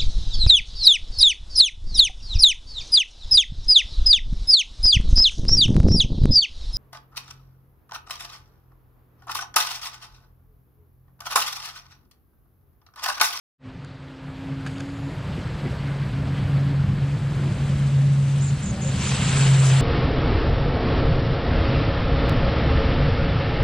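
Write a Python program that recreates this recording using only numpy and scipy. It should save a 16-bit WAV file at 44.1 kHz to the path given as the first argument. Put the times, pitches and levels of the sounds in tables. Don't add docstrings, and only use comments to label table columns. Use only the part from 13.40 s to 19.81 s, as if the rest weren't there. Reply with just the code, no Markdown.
import sys
import numpy as np
from scipy import signal
from scipy.fft import rfft, irfft, next_fast_len
from scipy.io import wavfile

SR = 44100
rng = np.random.default_rng(int(sys.argv[2]) if len(sys.argv) > 2 else 0)


def store_pcm(level_fs):
    pcm = np.round(np.clip(level_fs, -1, 1) * 32767).astype(np.int16)
    wavfile.write(sys.argv[1], SR, np.atleast_2d(pcm).T)


def gain_from_db(level_db):
    decades = np.asarray(level_db, float) / 20
    return 10 ** decades


N = 282681
SPEED_M_S, ABEAM_S, OFFSET_M = 58., 7.5, 60.


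def rms_one(x):
    return x / np.sqrt(np.mean(x ** 2) + 1e-20)


def in_time(rows):
    s, *columns = np.transpose(rows)
    return [np.interp(np.arange(N) / SR, s, c) for c in columns]


def at_hz(points, hz):
    table_hz, table_db = np.array(points)[:, 0], np.array(points)[:, 1]
    return np.interp(np.log(hz), np.log(table_hz + 1), table_db)


def bumps(rows, width=0.037):
    t = np.arange(N) / SR
    return sum(db * np.exp(-((t - s) / width) ** 2) for s, db in rows)


def swell(start, length, edge):
    u = (np.arange(N) / SR - start) / length
    return np.sin(np.pi / 2 * np.clip(np.minimum(u, 1 - u) / edge, 0, 1)) ** 2


def drift(rate):
    r = np.exp(-80 * np.pi * rate / SR)
    steps = rng.standard_normal(N // 40 + 2002)
    slow = signal.lfilter([1], [1, -2 * r, r * r], steps)[2000:]
    return np.interp(np.arange(N) / 40, np.arange(len(slow)), rms_one(slow))


def shape(x, gain_at):
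    size = next_fast_len(N)
    hz = np.arange(1, size // 2 + 2) * SR / size
    return irfft(rfft(x, size) * gain_at(hz), size)[:N]


def high_or_low(x, kind, hz):
    return signal.sosfilt(signal.butter(2, hz, kind, fs=SR, output="sos"), x)


def patchy_noise(spectrum, slow_db, fast_db):
    size = next_fast_len(N)
    hz = np.arange(1, size // 2 + 2) * SR / size
    colour, octaves = gain_from_db(at_hz(spectrum, hz)), np.log2(hz)
    together_db = slow_db * (drift(2.9) + 0.75 * drift(15.0))
    lowest, highest = np.log2(spectrum[0][0]), np.log2(spectrum[-1][0])
    out = 0
    for centre in np.arange(lowest + .5, highest, .5):
        inside = np.flatnonzero(abs(octaves - centre) < .5)
        window = np.cos(np.pi * (octaves[inside] - centre))
        bins = np.zeros(len(hz), complex)
        bins[inside] = [1, 1j] @ rng.standard_normal((2, len(inside))) * window * colour[inside]
        out = out + irfft(bins, size)[:N] * gain_from_db(together_db + fast_db * drift(23.0))
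    return rms_one(out)


def tone(hz, wander_hz, flutter_db):
    phase = 2 * np.pi * np.cumsum(hz + wander_hz * drift(10.2)) / SR
    return np.sqrt(2) * np.sin(phase) * gain_from_db(flutter_db * drift(7.2))


def narrow(hz, width_hz):
    a, b = high_or_low(rng.standard_normal((2, N)), "low", width_hz / 2)
    phase = 2 * np.pi * np.cumsum(hz) / SR
    return rms_one(a * np.cos(phase) + b * np.sin(phase))


def ring(clicks, hz, t60):
    r, w = gain_from_db(-60 / (t60 * SR)), 2 * np.pi * hz / SR
    return signal.lfilter([0, np.sin(w)], [1, -2 * r * np.cos(w), r * r], clicks + 1e-18)


def flight():
    ahead = SPEED_M_S * (ABEAM_S - np.arange(N) / SR)
    metres = np.hypot(ahead, OFFSET_M)
    return metres, 1 / (1 - SPEED_M_S / 343 * ahead / metres)


# (time [s], level [dB])
FIELD_LEVEL = [(.3, -48.5), (.55, -48), (.8, -46), (1.0, -44), (1.3, -42.5), (1.55, -42.5), (2.0, -38.5),
               (2.5, -39), (2.85, -38.5), (3.1, -38), (3.5, -40), (3.8, -40), (4.3, -39), (4.7, -42.5),
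               (5.2, -42), (5.6, -39.5), (6.41, -42)]
# (frequency [Hz], density [dB per Hz])
WASH_COLOUR = [(180, -36.5), (300, 1.5), (315, -3.5), (360, -2), (424, -4.5), (500, -3), (708, -8),
               (1670, -10.5), (3020, -16.5), (4720, -22), (5760, -30.5), (7880, -34), (12700, -44.5),
               (15500, -60)]
# (time [s], level change [dB])
WIND_GUSTS = [
    (1.28, 2),
    (1.39, 1.5),
    (1.65, 1),
    (2.27, -0.5),
    (2.5, 0.5),
    (2.98, 1),
    (4.2, 1.5),
]
DULL_HZ, DULL_DB, CLEAR_AT_DB = 7500, 1, -42.5


def wash():
    field_db, = in_time(FIELD_LEVEL)
    air = gain_from_db(field_db + 0.5 + bumps(WIND_GUSTS)) * patchy_noise(WASH_COLOUR, slow_db=0.35, fast_db=1.3)
    top = shape(air, lambda hz: 1 / (1 + (DULL_HZ / hz) ** 8))
    return air - top * (1 - gain_from_db(DULL_DB * np.minimum(field_db - CLEAR_AT_DB, 0)))


# (frequency [Hz], density [dB per Hz])
RUMBLE_COLOUR = [(20, -18), (35, -5), (60, -1.5), (90, 2), (120, 4.5), (150, 3), (200, -3.5), (260, -11.5),
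                 (400, -41)]
# (time [s], level change [dB])
WIND_HEAVES = [(.35, 7.5), (.75, -7), (1.15, 4.5), (1.5, -3.5), (1.8, 1.5), (2.1, 0), (2.8, 2.5), (3.5, 5),
               (3.85, 2), (4.25, -1.5), (4.8, -2), (5.4, -1), (5.6, -1.5), (5.75, -3), (6.12, -1.5),
               (6.27, -2.5)]
RUMBLE_FOLLOWS, RUMBLE_AT_100_M_DB, RUMBLE_NEARS = 1.51, -21.5, 0.82


def rumble():
    field_db, = in_time(FIELD_LEVEL)
    nearing_db = RUMBLE_NEARS * 20 * np.log10(flight()[0] / 100)
    level_db = RUMBLE_AT_100_M_DB + RUMBLE_FOLLOWS * (field_db + 39.5) - nearing_db
    heave_db = bumps(WIND_HEAVES, width=0.094)
    return gain_from_db(level_db + heave_db) * patchy_noise(RUMBLE_COLOUR, slow_db=-1.23, fast_db=0.95)


# (time [s], pitch [Hz], level [dB])
MOTOR_REVS = [
    [(0.25, 259.8, -44), (.51, 264.6, -49.5), (0.948, 266, -41), (1.06, 271.2, -34.5), (1.3, 266, -36),
     (1.44, 276.7, -34), (1.644, 277.5, -39.5), (1.678, 277.5, -30), (1.734, 282.7, -45), (1.8, 283.7, -39)],
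    [(2.66, 265.5, -60), (2.74, 269.8, -38), (2.82, 274, -43.5), (2.9, 277.5, -38), (3.06, 281, -43),
     (3.16, 281.2, -37), (3.33, 279.8, -38.5), (3.4, 277.7, -52.5)],
]


def motor():
    t, out = np.arange(N) / SR, 0
    for rev in MOTOR_REVS:
        hz, level_db = in_time(rev)
        on = np.clip(np.minimum(rev[-1][0] - t, t - rev[0][0] + .1) / 0.026, 0, 1)
        out = out + on * gain_from_db(level_db) * tone(hz, wander_hz=0.8, flutter_db=1.5)
    return out


# (time [s], level [dB])
BLADE_LEVEL = [(.3, -44), (.9, -47), (1.15, -43), (2.0, -43.5), (2.45, -31.5), (2.8, -28), (3.2, -21),
               (3.9, -25.5), (4.35, -21.5), (4.64, -16.5), (5.15, -21.5), (5.27, -40), (5.47, -24),
               (5.65, -30.5), (5.72, -19.5), (5.83, -29), (6.0, -17.5), (6.12, -13), (6.41, -15)]
# (time [s], level change [dB])
BLADE_TWINKLES = [(.28, 5), (.39, 14), (.6, 7), (.7, 4.5), (.88, 12), (1.12, 16.5), (1.2, 6), (1.29, 11.5),
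                  (1.42, 10), (1.52, 0.5), (1.65, 11), (1.8, 17), (1.96, 18), (2.06, 7), (2.23, 7),
                  (2.36, -2.5), (2.52, 7.5), (2.61, 6), (2.68, -8), (2.76, -5.5), (2.82, 4.5), (2.855, -7),
                  (2.89, 3), (2.95, -5), (3.0, 2.5), (3.07, -5), (3.14, 6), (3.33, -3), (3.4, 2),
                  (3.46, -5), (3.51, 3), (3.57, -7), (3.63, 1.5), (3.68, -3.5), (3.75, 5), (3.79, -6),
                  (3.85, 2), (3.9, -4), (3.96, 1.5), (4.02, -4), (4.09, 2), (4.17, -7.5), (4.22, 2.5),
                  (4.31, 0.5), (4.88, 1.5), (5.075, -4), (5.17, -2.5)]
# (order [multiple], start [s], length [s], level [dB])
BLADE_OVERTONES = [
    (2, 1.6, 0.34, -52),
    (2, 2.4, 0.136, -40.5),
    (2, 3.47, 0.08, -44),
    (2, 3.62, .2, -40),
    (2, 3.95, 0.13, -43.5),
    (2, 5.9, 0.22, -43),
    (4, 5.44, 0.078, -42.5),
    (4, 6.05, .16, -44),
    (3, 5.93, 0.15, -40.5),
    (3, 6.1, 0.4, -43.5),
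]
BLADE_REST_HZ = 116.37
TWINKLE_DB, STEADY_FROM_S, TWINKLE_PER_S = 2, 3.8, 5.4


def overtone_gain(order):
    return sum(gain_from_db(db) * swell(s, length, edge=0.25) for k, s, length, db in BLADE_OVERTONES if k == order)


def propellers():
    hz = BLADE_REST_HZ * flight()[1]
    unsteady = np.clip(1 - np.arange(N) / SR / STEADY_FROM_S, 0, 1)
    twinkle_db = TWINKLE_DB * unsteady * drift(TWINKLE_PER_S) + bumps(BLADE_TWINKLES, width=0.027)
    blade = tone(hz, wander_hz=0.75, flutter_db=-0.34) + gain_from_db(-14) * narrow(hz, width_hz=31.3)
    out = gain_from_db(in_time(BLADE_LEVEL)[0] + twinkle_db) * blade
    out += (overtone_gain(2) + gain_from_db(-62.5)) * tone(2 * hz, wander_hz=2.5, flutter_db=1.5)
    out += overtone_gain(3) * tone(3 * hz, wander_hz=4.84, flutter_db=1.0)
    return out + overtone_gain(4) * tone(4 * hz, wander_hz=5.5, flutter_db=5.0)


# (time [s], peak [dB], brightness [dB per octave])
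DROP_HITS = [(0.448, -42, 1), (1.2550, -50, 3), (1.2610, -38, -6), (1.2642, -31, -10), (1.2655, -33, -8),
             (1.2665, -33, -6), (1.2682, -28, -9), (1.2715, -36, -2), (1.2738, -27, -5), (1.2775, -38, -3),
             (1.281, -39, -4), (1.2855, -43, -7), (1.371, -41, -4), (1.383, -40, 1), (1.398, -44, 0),
             (1.402, -42, 0), (1.4052, -35, -1), (1.407, -32, 0), (1.4095, -41, -3)]
# (time [s], peak [dB])
DROP_CRACKS = [
    (.448, -34),
    (1.255, -35),
    (1.2655, -16),
    (1.273, -28),
    (1.277, -30),
    (1.3835, -26),
    (1.4, -30),
    (1.4048, -21),
    (1.408, -29),
]
# (frequency [Hz], level [dB], t60 [s])
HOUSING_MODES = [(1420, 0, 0.0094), (1650, 0, 0.017), (2480, -1, 0.0093), (3450, 3, 0.0037),
                 (4700, 2, 0.006), (6660, 3, 0.0017), (8460, -14, 0.0027), (10500, -17, 0.006)]
# (time [s], peak [dB])
HANDLING_KNOCKS = [
    (1.98, -30.5),
    (2.256, -25.5),
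    (4.061, -34),
]


def clicks_at(rows):
    clicks = np.zeros(N)
    clicks[[int(s * SR) for s, db in rows]] = gain_from_db(np.array(rows)[:, 1])
    return clicks


def drops():
    s, peak_db, bright_db = np.transpose(DROP_HITS)
    chance_db = rng.normal(0, 1.5, (len(s), len(HOUSING_MODES)))
    spray = rng.standard_normal((len(HOUSING_MODES), N)) / 6
    out = np.zeros(N)
    for k, (hz, level_db, t60) in enumerate(HOUSING_MODES):
        clicks = np.zeros(N)
        tilt_db = bright_db * np.log2(hz / 2000)
        clicks[(s * SR).astype(int) - 100] = gain_from_db(peak_db + level_db - 8 + tilt_db + chance_db[:, k])
        splat = signal.oaconvolve(clicks, np.hanning(180))[:N] * spray[k]
        out += ring(ring(splat, hz, 0.00085) * 0.46, hz, t60)
    ticks = clicks_at(DROP_CRACKS)
    out += gain_from_db(-19.5) * (ring(ticks, 6800, .004) - ring(ticks, 8900, .003))
    burst = signal.oaconvolve(ticks, np.hanning(70))[:N] * spray[0]
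    out += gain_from_db(-4) * shape(burst, lambda hz: np.exp(-(np.log(hz / 6500) / 0.75) ** 2 - (hz / 12000) ** 4))
    knocks = clicks_at(HANDLING_KNOCKS)
    return out + ring(knocks, 258.6, 0.16) + ring(knocks, 352, 0.088) + 0.29 * ring(knocks, 340, 0.039)


# (start
# [s], length [s], centre [Hz], glide [Hz per s], level [dB])
GROWL_BANDS = [
    (3.901, 1.25, 212, 3, -40),
    (5.197, 0.33, 204, -14.5, -33),
    (5.499, .45, 194.6, -14.5, -34),
    (3.872, 0.263, 347.3, -9.5, -40.5),
    (4.402, 0.56, 599, -81, -50),
    (4.3, 0.5, 280, -59.5, -48),
               (5.7, .6, 530, -40, -50), (5.29, .26, 570, -10, -45), (5.3, .3, 760, 0, -50),
               (5.63, .025, 4200, 0, -42), (2.96, .06, 3200, 3000, -55), (2.47, .07, 1500, 0, -48),
               (1.62, .08, 950, 0, -50), (1.26, .22, 6650, 600, -66), (1.44, .32, 6850, 900, -67),
               (1.26, .12, 8100, -600, -64), (1.4, .2, 7800, -300, -69), (1.26, .1, 10300, 1500, -72),
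               (1.36, .4, 10500, 800, -74), (5.06, .14, 4300, -300, -56), (5.77, .12, 2900, -600, -41),
               (5.86, .12, 2400, 1500, -41), (6.0, .1, 3100, -2500, -40), (5.9, .2, 1600, 0, -43),
               (6.28, .1, 3100, 0, -45), (6.33, .08, 1900, 0, -45), (2.93, .1, 2900, 5000, -54),
               (2.42, .15, 2100, 0, -52)]


def growls():
    t, out = np.arange(N) / SR, 0
    for s, length, hz, glide, db in GROWL_BANDS:
        hump = narrow(hz + glide * (t - s), width_hz=20 + 0.093 * min(hz, 9000))
        out = out + gain_from_db(db) * swell(s, length, edge=0.12) * hump
    return out


# (time [s], level [dB])
OPEN_VIEW = [(.3, -101), (3.1, -86), (3.4, -77), (3.7, -56.5), (4.0, -54), (4.3, -48.5), (4.7, -48.5),
             (5.1, -45.5), (5.4, -46.5), (5.5, -40), (5.57, -39), (5.63, -36), (5.72, -32.5), (5.85, -31.5),
             (5.95, -31.5), (6.1, -31.5), (6.22, -34.5), (6.33, -31), (6.41, -32.5)]
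# (frequency [Hz], density [dB per Hz])
ROAR_COLOUR = [(300, 3), (500, -2), (900, -4.5), (1600, -5), (1900, -6.5), (2600, -4), (3800, -5.5),
               (5000, -11), (6500, -24)]
# (frequency [Hz], density [dB per Hz])
HISS_COLOUR = [(4000, -15), (5200, -5.5), (6500, -2.5), (8000, -5), (9000, -8), (10200, -12.5),
               (10900, -34.5), (13200, -37), (13700, -29), (14500, -24.5), (15200, -38), (15600, -59)]
# (time [s], level change [dB])
JET_SPITS = [
    (5.618, 3),
    (5.642, 3),
    (5.666, 2.5),
    (5.718, 2.5),
    (5.89, 1),
    (5.97, 1.5),
    (6.025, 1),
    (6.065, 2),
    (6.2, -2),
]
# (time [s], level change [dB])
HISS_FLARES = [
    (5.62, 3.5),
    (5.68, 4),
    (6.0, 3),
    (6.27, 7.5),
]
# (time [s], level change [dB])
WHINE_GLINTS = [
    (5.35, 3),
    (5.59, 0),
    (5.68, -6),
    (5.8, -2),
    (6.0, 5.5),
    (6.12, 2),
    (6.19, 4),
    (6.26, 5),
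]
WHINE_REST_HZ = 6530
HISS_DB, HISS_FOLLOWS, WHINE_DB, WHINE_FOLLOWS = -39.5, 0.83, -41, 1.3
CRACKLE_DB, CRACKLE_PER_S = .7, 70.
EXHAUST_HZ, EXHAUST_DB_PER_S, EXHAUST_EVEN_S = 1550, 9, 6.1


def engines():
    view_db, hz = in_time(OPEN_VIEW)[0], WHINE_REST_HZ * flight()[1]
    near_whine = gain_from_db(WHINE_DB + WHINE_FOLLOWS * (view_db + 31.0) + bumps(WHINE_GLINTS))
    far_whine = gain_from_db(-70 + 1.6 * (in_time(FIELD_LEVEL)[0] + 40.0))
    band = narrow(hz + 120 * drift(3.0), width_hz=650)
    line = gain_from_db(-9 + 3 * drift(12)) * narrow(1.02 * hz + 50 * drift(6), width_hz=70)
    spit_db = bumps(JET_SPITS, width=.009) + CRACKLE_DB * drift(CRACKLE_PER_S)
    roar = gain_from_db(view_db + spit_db) * patchy_noise(ROAR_COLOUR, slow_db=0.01, fast_db=1.0)
    turn_db = EXHAUST_DB_PER_S * np.maximum(np.arange(N) / SR - EXHAUST_EVEN_S, -.8)
    low, high = high_or_low(roar, "low", EXHAUST_HZ), high_or_low(roar, "high", EXHAUST_HZ)
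    roar = low * gain_from_db(turn_db) - high * gain_from_db(-turn_db / 5)
    hiss_db = HISS_DB + HISS_FOLLOWS * (view_db + 31.5) + bumps(HISS_FLARES)
    hiss = gain_from_db(hiss_db) * patchy_noise(HISS_COLOUR, slow_db=0.4, fast_db=1.5)
    return roar + hiss + (near_whine + far_whine) * (band + line)


# (time [s], top pitch [Hz], level [dB], lead-in sweep [dB], pitch crests after [s])
BIRD_BUZZES = [
    (4.998, 7280, -40.5, -9, .048),
    (5.208, 7150, -39.5, -18, .022),
    (5.4, 7050, -38.5, -18, .05),
    (5.598, 7250, -35, -14, .055),
    (5.805, 7300, -36.5, -20, .04),
    (5.975, 7220, -37, -20, .03),
]
BUZZ_S, BUZZ_FROM, BUZZ_SAG = 0.115, 0.6, .94


def bird():
    t, hz, gain = np.arange(N) / SR, np.full(N, 7000.), np.zeros(N)
    for s, top_hz, level_db, lead_db, crest_s in BIRD_BUZZES:
        on = (t > s) & (t < s + BUZZ_S)
        u = t[on] - s
        hz[on] = top_hz * np.interp(u, [0, .016, crest_s, BUZZ_S], [BUZZ_FROM, .96, 1, BUZZ_SAG])
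        knots_s = [0, .011, .02, 0.41 * BUZZ_S, 0.82 * BUZZ_S, BUZZ_S]
        gain[on] = gain_from_db(level_db) * np.interp(u, knots_s, [0.03, gain_from_db(lead_db), 0.62, 0.66, .58, 0.1])
    warble = np.sin(2 * np.pi * np.cumsum(290 + 70 * drift(60)) / SR)
    pitch = hz + 400 * warble + 170 * drift(45)
    voice = np.sqrt(2) * np.sin(2 * np.pi * np.cumsum(pitch) / SR) * gain_from_db(3.5 * drift(120))
    return gain * (1 + 0.3 * warble) * (voice * 0.95 + 0.6 * narrow(hz, width_hz=900))


# (frequency [Hz], side minus mid [dB])
SIDE_WIDTH = [(60, -33), (140, -40), (330, -32), (500, -24), (770, -9), (1200, -4), (2000, -6),
              (2900, -5.5), (3600, -11), (4300, -5.5), (5200, -1), (6500, 1.5), (8000, 6), (10000, 2.5),
              (15000, 0)]
# (frequency [Hz], left minus right [dB])
SIDE_LEAN = [(60, 0.5), (110, 4), (200, -1.5), (380, -1), (700, 2), (1290, 2), (2380, 2), (4400, 0.5),
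             (8120, -2), (15000, 1)]
QUADRATURE = .45


def spread(mid):
    def size(hz):
        return gain_from_db(at_hz(SIDE_WIDTH, hz))

    def share(hz):
        ratio = np.tanh(at_hz(SIDE_LEAN, hz) * np.log(10) / 20)
        return np.clip(ratio * (1 + size(hz) ** 2) / (2 * size(hz)), -.95, .95)

    def rest(hz):
        return size(hz) * np.sqrt(1 - share(hz) ** 2)

    cells = signal.stft(mid, nperseg=256)[2]
    random_turn = np.exp(2j * np.pi * rng.random(cells.shape))
    scrambled = np.sqrt(2) * signal.istft(cells * random_turn, nperseg=256)[1][:N]
    leaning = shape(mid, lambda hz: size(hz) * share(hz) + 1j * QUADRATURE * rest(hz))
    return leaning + np.sqrt(1 - QUADRATURE ** 2) * shape(scrambled, rest)


# (start [s], length [s])
EARLY_WIDENINGS = [(.35, .03), (.47, .08), (.9, .03), (1.0, .04), (1.2, .05), (1.33, .4), (1.95, .05),
                   (2.32, .03), (2.39, .05), (2.58, .2), (2.92, .03), (3.15, .06)]
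EARLY_WIDTH_DB = -17
OPENS_S, OPENS_OVER_S, OPEN_DB = 3.21, 1, -2.5


def image_width():
    leak = gain_from_db(EARLY_WIDTH_DB) * sum(swell(s, length, edge=0.28) for s, length in EARLY_WIDENINGS)
    opening = np.tanh(np.maximum(np.arange(N) / SR - OPENS_S, .001) / OPENS_OVER_S)
    return gain_from_db(OPEN_DB) * (leak + opening)


def capsules():
    level_db = -68.0 + 2.5 * np.minimum(in_time(FIELD_LEVEL)[0] + 40.5, 0)
    hiss = shape(rng.standard_normal(N), lambda hz: np.exp(-((hz - 12800) / 1500) ** 2))
    return gain_from_db(level_db) * hiss


def scene():
    mid = rumble() + wash() + propellers() + motor() + growls() + engines() + bird() + drops()
    end_fade = np.clip(np.arange(N)[::-1] / 400, 0, 1)
    side = spread(mid * end_fade) * image_width() + capsules()
    return np.array([mid + side, mid - side])


# (frequency [Hz], level below the whole [dB])
HOLE_LEVEL = [(2700, -42), (9000, -44), (11000, -43), (12800, -45), (13600, -52), (15000, -58),
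              (16000, -50)]


def holes(x):
    cells = signal.stft(np.array([x[0] + x[1], x[0] - x[1]]) / 2, nperseg=1024)[2]
    power = (abs(cells[:, :512]) ** 2).reshape(2, 32, 16, -1).sum(axis=2)
    band_hz = (np.arange(32)[:, None] + .5) * SR / 64
    under_db = at_hz(HOLE_LEVEL, band_hz) + rng.normal(0, 2.2, power.shape)
    whole = power[:, 1:].sum(axis=(0, 1))
    keep = (power > gain_from_db(2 * under_db) * whole) | (band_hz < 2700)
    cells[:, :512] *= np.repeat(keep, 16, axis=1)
    mid, side = signal.istft(cells, nperseg=1024)[1][:, :N]
    return np.array([mid + side, mid - side])


TOP = .85
FADE_S, FADE_OVER_S = .18, 0.083


def top_cut(x):
    return signal.sosfilt(signal.butter(12, 15950, fs=SR, output="sos"), x)


def record(dry):
    camera = holes(TOP * np.tanh(dry / TOP))
    fade_in = np.clip((np.arange(N) / SR - FADE_S) / FADE_OVER_S, 0, 1) ** 2
    fade_out = np.clip(np.arange(N)[::-1] / 60 + 0.33, 0, 1)
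    return top_cut(camera * fade_in * fade_out)


dry = scene()
out = record(dry)
store_pcm(out)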